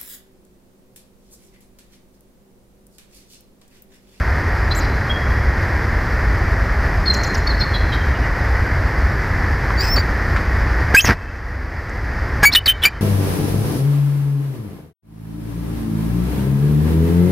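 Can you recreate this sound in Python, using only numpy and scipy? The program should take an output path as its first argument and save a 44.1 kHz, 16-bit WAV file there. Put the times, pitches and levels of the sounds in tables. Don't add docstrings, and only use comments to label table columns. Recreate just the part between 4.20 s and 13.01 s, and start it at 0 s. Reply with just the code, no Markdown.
import sys
import numpy as np
from scipy import signal
from scipy.fft import rfft, irfft
from scipy.io import wavfile
from scipy.ndimage import uniform_filter1d, minimum_filter1d

SR = 44100
rng = np.random.default_rng(int(sys.argv[2]) if len(sys.argv) > 2 else 0)


def int16_out(signal):
    q = np.round(np.clip(np.atleast_2d(signal).T, -1, 1) * 32767)
    wavfile.write(sys.argv[1], SR, q.astype(np.int16))


N = 388516
TIME = np.arange(N) / SR
AGE = np.arange(SR // 3) / SR


def eagle():
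    yelps = syrinx(forced_calls(), overtone_db=3.5, jitter=.065, buzz_hz=609, buzz_depth=1.05,
                   half_db=-1, fifth_db=-15, rasp_db=-3)
    chirps = syrinx(soft_calls(), overtone_db=-18, jitter=.062, buzz_hz=679, buzz_depth=1.3,
                    half_db=-11, fifth_db=-5, rasp_db=-4.5)
    whistle = syrinx([long_whistle()], overtone_db=-13, jitter=.04, buzz_hz=735, buzz_depth=.6,
                     half_db=-3.5, fifth_db=7, rasp_db=-10)
    direct = shrill(yelps, above_hz=10400, fold_db=13.5)
    direct += shrill(chirps, above_hz=9700, fold_db=6.5)
    direct += shrill(whistle, above_hz=8300, fold_db=9.0)
    tails = forest(chirps, scatter_db=-6.5, t60=0.8, echo_db=-30, echo_s=0.17)
    tails += forest(whistle + yelps, scatter_db=-19.5, t60=0.11, echo_db=-33.5, echo_s=0.27)
    return direct + tails


# start in seconds, lead-in length in seconds, its start and end pitch in Hz, relative level in dB
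# and roughness (0-1), held length in seconds, its start and end pitch in Hz, relative level in dB and
# roughness (0-1), final fade in dB.
YELPS = [ (6.746, 0.019, 1574, 1660, 3.5, 0.16, 0.034, 2470, 2690, 2.5, .07, 1.5),
         (8.229, 0.023, 1663, 1690, -1.5, 0.35, 0.052, 2250, 2295, 2.5, .06, -12),
         (8.347, .012, 3730, 3730, 2.5, 0.52, 0.035, 2915, 3050, 3.5, 0.11, -9),
         (8.457, .020, 4770, 3700, -3, 0.4, 0.052, 3090, 3050, 2, 0.17, -12),
         (8.634, 0.017, 3060, 3046, 0, 0.35, 0.039, 2310, 2410, 4, 0.23, -14)]
# start in seconds, length in seconds, start, top and end pitch in Hz, relative level in dB,
# level change at the top in dB, roughness (0-1).
SQUEALS = [(0.546, .057, 5300, 7700, 5900, -34.5, -0.5, 0.54),
           (6.805, .054, 4360, 6660, 5900, -3.5, -15, 0.6)]
# start in seconds, length in seconds, start and end pitch in Hz, relative peak level in dB,
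# roughness (0-1).
SQUAWKS = [ (6.792, 0.02, 3190, 3080, -2.5, .2), (6.847, .013, 6780, 5700, -18, 0.5),
           (6.853, 0.032, 5560, 5370, -11, 0.88), (8.317, .020, 3250, 4750, -10, .25),
           (8.325, .016, 5150, 5450, -11, .35), (8.332, 0.014, 4360, 4160, -4, 0.26),
           (8.618, 0.026, 3130, 3700, -13.5, 0.42)]


def forced_calls():
    notes = [yelp(*row) for row in YELPS]
    notes += [squeal(*row) for row in SQUEALS]
    return notes + [chirp(*row) for row in SQUAWKS]


def yelp(s, lead_s, lead_hz, lead_end_hz, lead_db, lead_rough,
         held_s, held_hz, held_end_hz, held_db, held_rough, fade_db):
    leap_s = .002
    fade_s, tail_s, tail_loss_db = 0.03, 0.0096, 3
    length = lead_s + held_s
    stages = [0, lead_s, lead_s + leap_s, length]
    crack_s, crack_rough, crack_db = 0.0048, 0.13, -5
    crack = np.exp(-AGE / crack_s) + np.exp(-np.abs(AGE - lead_s) / crack_s)
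    fade = np.interp(AGE, [length - fade_s, length - tail_s, length], [0, fade_db, fade_db - tail_loss_db])
    hz = np.interp(AGE, stages, [lead_hz, lead_end_hz, held_hz, held_end_hz])
    db = np.interp(AGE, stages, [lead_db, lead_db, held_db, held_db]) + crack_db * crack + fade
    rough = np.interp(AGE, stages, [lead_rough, lead_rough, held_rough, held_rough])
    return note(s, length, hz, db, rough + crack_rough * crack)


def squeal(s, length, start_hz, top_hz, end_hz, db, top_db, rough):
    arch_power, top_rough = 2.5, 0.15
    edge = off_centre(length)
    foot_hz = np.where(AGE < length / 2, start_hz, end_hz)
    hz = top_hz + (foot_hz - top_hz) * edge ** arch_power
    return note(s, length, hz, db + top_db * (1 - edge ** 2), top_rough + (rough - top_rough) * edge)


# start in seconds, length in seconds, start and end pitch in Hz, relative peak level in dB,
# roughness (0-1).
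CHIRPS = [ (.505, 0.029, 3950, 4180, -21, 0.24), (0.593, 0.066, 4950, 4600, -36, .8),
          (0.893, 0.035, 3240, 3310, -22, .03), (2.854, 0.022, 4400, 4280, -25, .25),
          (2.87, 0.025, 4240, 4300, -15, 0.05), (2.895, 0.022, 4200, 4130, -11.5, 0),
          (3.267, 0.019, 4420, 4440, -20, 0.22), (3.289, 0.037, 4520, 3950, -25, 0.1),
          (3.393, 0.023, 5450, 5130, -31, .25), (3.402, 0.032, 4260, 4140, -18, 0.15),
          (3.428, 0.02, 4520, 4300, -25, 0.1), (3.532, 0.045, 4170, 3880, -26.5, .3),
          (3.535, 0.033, 3400, 3270, -28, .12), (3.717, 0.047, 3920, 3870, -32.5, 0.48),
          (3.719, 0.022, 3220, 3190, -29, 0.2), (3.744, 0.029, 3200, 3180, -35, 0.3),
          (3.810, .026, 3180, 3140, -41, .15), (3.940, .040, 2900, 2860, -40, 0.4),
          (4.010, .060, 2880, 2850, -44, .35)]
# start in seconds, start pitch in Hz, relative peak level in dB.
FLICKS = [(2.933, 7300, -27.5), (3.032, 6800, -27), (3.139, 6100, -27.5)]


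def soft_calls():
    notes = [chirp(*row) for row in CHIRPS]
    for row in FLICKS:
        notes += flick(*row)
    return notes


def chirp(s, length, start_hz, end_hz, db, rough):
    edge = off_centre(length) ** 2
    hz = np.interp(AGE, [0, length], [start_hz, end_hz])
    return note(s, length, hz, db - 15 * edge, rough + 0.14 * edge)


def flick(s, start_hz, db):
    fall_s = 0.024
    return [chirp(s, fall_s, start_hz, end_hz=4250, db=db, rough=0.79),
            chirp(s + fall_s, 0.033, start_hz=7200, end_hz=6400, db=db - 13, rough=.45)]


# time in seconds, pitch in Hz, relative level in dB.
WHISTLE = [(5.575, 4560, -33), (5.609, 4708, -20.5), (5.627, 5090, -30), (5.685, 5070, -28),
           (5.705, 5330, -24.5), (5.745, 5430, -19), (5.757, 5340, -32), (5.767, 4570, -15),
           (5.777, 4450, -25), (5.787, 4520, -19), (5.795, 4785, -28), (5.807, 4630, -27),
           (5.815, 4600, -38)]
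# pitch in Hz, roughness (0-1).
WHISTLE_ROUGH = [(4500, 0.14), (5100, 0.8), (5300, 0.02)]


def long_whistle():
    s, hz, db = np.transpose(WHISTLE)
    hz, db = np.interp(s[0] + AGE, s, hz), np.interp(s[0] + AGE, s, db)
    rough = np.interp(hz, *np.transpose(WHISTLE_ROUGH))
    return note(s[0], s[-1] - s[0], hz, db, rough)


def note(s, length, hz, db, rough):
    gate = np.clip(np.minimum(AGE, length - AGE) / .003, 0, 1)
    return s, hz, gate * from_db(db), np.clip(rough, 0, 1)


def off_centre(length):
    return np.minimum(np.abs(2 * AGE / length - 1), 1)


# frequency in
# Hz, relative level in dB.
OVERTONE_COLOUR = [(3200, -74), (4650, -9), (5000, -24), (6100, -30), (6700, -15.5), (7700, -21.5), (9100, -21),
                   (10300, -34), (11500, -31.5), (13500, -35), (15400, -37)]
# frequency in Hz, relative level in dB per Hz.
RASP = [(150, -53), (1800, 20), (3500, 5.5), (5500, 6.5), (8000, -21), (11000, -8.5), (15000, -15)]


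def syrinx(notes, overtone_db, jitter, buzz_hz, buzz_depth, half_db, fifth_db, rasp_db):
    starts, hz, level, rough = map(np.array, zip(*notes))
    trembling_hz = hz * (1 + jitter * rough * flutter(470, hz.shape))
    phase = 2 * np.pi * np.cumsum(trembling_hz, axis=1) / SR
    colour_hz, colour_db = np.transpose(OVERTONE_COLOUR)

    def overtone(multiple):
        gain = from_db(np.interp(multiple * hz, colour_hz, colour_db, right=-120))
        return gain * np.sin(multiple * phase)

    effort = (level / level.max()) ** 0.78
    tone = np.sin(phase) + from_db(overtone_db) * effort * sum(overtone(k) for k in range(2, 6))
    tone += from_db(half_db) * rough ** 2 * np.sin(phase / 2)
    tone += from_db(fifth_db) * rough * overtone(1.5)
    wavering_hz = buzz_hz * (1 + 0.15 * flutter(115.0, hz.shape))
    buzz = np.sin(2 * np.pi * np.cumsum(wavering_hz, axis=1) / SR)
    depth = buzz_depth * rough
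    tone *= (1 + depth * buzz) / np.sqrt(1 + depth ** 2 / 2)
    catching = from_db(4 * rough * flutter(200, hz.shape))
    rasp = from_db(rasp_db) * (rough + 0.023) * noise(RASP, hz.shape)
    return place(starts, level * catching * (np.sqrt(2) * tone + rasp))


def place(starts, sounds):
    out = np.zeros(N + SR)
    for s, sound in zip(starts, sounds):
        first = int(s * SR)
        out[first:first + len(sound)] += sound
    return out[:N]


# mirror frequency in Hz, relative level in dB.
MIRRORS = [(24000, 0), (20100, -11)]


def shrill(x, above_hz, fold_db):
    high = signal.hilbert(butter(x, above_hz, "high", order=3))
    mirror = sum(from_db(db) * np.exp(-2j * np.pi * hz * TIME) for hz, db in MIRRORS)
    return x + from_db(fold_db) * np.real(high * mirror)


def forest(x, scatter_db, t60, echo_db, echo_s):
    t = TIME[:SR]
    scatter = from_db(-60 * t / t60) * (t > .008)
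    echo = np.exp(-((t - echo_s) / 0.11) ** 2)
    shape = from_db(scatter_db) * rms_one(scatter) + from_db(echo_db) * rms_one(echo)
    response = butter(shape * rng.standard_normal(SR) / np.sqrt(SR), 5500, "low")
    return signal.fftconvolve(x, response)[:N]


# start in seconds, relative level in dB, time to decay by 60 dB in seconds, centre in Hz.
TWIGS = [(5.503, -10, 0.027, 1260), (6.162, -11, 0.066, 1700), (6.164, -35, 0.15, 4240),
         (7.695, -33, 0.025, 6870)]


def twigs():
    out = np.zeros(N)
    for s, db, t60, hz in TWIGS:
        decay = (TIME >= s) * from_db(db - 60 * np.abs(TIME - s) / t60)
        crunch = rng.standard_normal(N) * decay
        out += butter(crunch, [hz / 1.5, hz * 1.16], "band") * np.sqrt(SR / (2 * hz))
    return out


# frequency in Hz, relative level in dB per Hz.
WIND = [(12, -25), (28, -8), (55, 2.5), (85, -2.5), (170, -17), (320, -20), (550, -23), (1300, -23),
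        (1900, -18), (2800, -42), (3800, -47), (4900, -39), (7000, -54), (9300, -62.5), (12300, -54),
        (13200, -62), (14000, -83)]
# centre time in seconds, half length in seconds, relative level in dB.
RUSHES = [(5.777, 0.011, 7.5), (6.745, 0.0039, 15.5), (6.849, 0.0048, 20.5), (6.9, 0.029, 26),
          (8.233, 0.0069, 15), (8.335, 0.028, 8), (8.469, 0.0057, 14), (8.655, 0.024, 12.5)]


def wind():
    steady = from_db(-16.5 + .5 * flutter(3)) * noise(WIND)
    swell = sum(from_db(db) * np.exp(-((TIME - s) / half) ** 2) for s, half, db in RUSHES)
    sputter = from_db(2.9 * flutter(270))
    rush = butter(noise(WIND), 134, "high", order=1) + from_db(-20) * noise(RASP)
    return steady + from_db(-20) * swell * sputter * rush


def noise(spectrum, size=(N,)):
    hz, db = np.transpose(spectrum)
    bins = np.maximum(np.fft.rfftfreq(size[-1], 1 / SR), 1)
    colour = from_db(np.interp(np.log(bins), np.log(hz), db))
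    return rms_one(irfft(rfft(rng.standard_normal(size)) * colour, size[-1]))


def flutter(rate_hz, size=(N,)):
    return rms_one(butter(rng.standard_normal(size), rate_hz, "low"))


def butter(x, hz, kind, order=2):
    sos = signal.butter(order, np.clip(hz, 10, .45 * SR), kind, fs=SR, output="sos")
    return signal.sosfilt(sos, x)


def rms_one(x):
    return x / np.sqrt(np.mean(x ** 2) + 1e-20)


def from_db(db):
    return 10 ** (np.asarray(db) / 20)


def scene():
    return np.tile(eagle() + twigs() + wind(), (2, 1))


def gain_control(x, limit_db, hold_s, release_db_per_s, attack_s):
    level_db = 10 * np.log10(np.maximum(uniform_filter1d(x ** 2, size=256), 1e-12))
    over = np.maximum(level_db - limit_db, 0)
    span = 2 * int(hold_s * SR / 2) + 1
    held = -minimum_filter1d(-over, span, origin=span // 2, mode="constant")
    recovery = release_db_per_s * TIME
    cut_db = np.maximum.accumulate(held + recovery) - recovery
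    r = np.exp(-1 / (attack_s * SR))
    return from_db(-signal.lfilter([1 - r], [1, -r], cut_db))


def record(dry):
    gain = gain_control(dry[0], limit_db=-6.5, hold_s=0.18, release_db_per_s=8.0, attack_s=0.0024)
    clipped = np.clip(dry * gain, -.95, .95)
    top_cut = signal.ellip(10, .2, 80, 15400, fs=SR, output="sos")
    return signal.sosfilt(top_cut, clipped)


dry = scene()
out = record(dry)
int16_out(out)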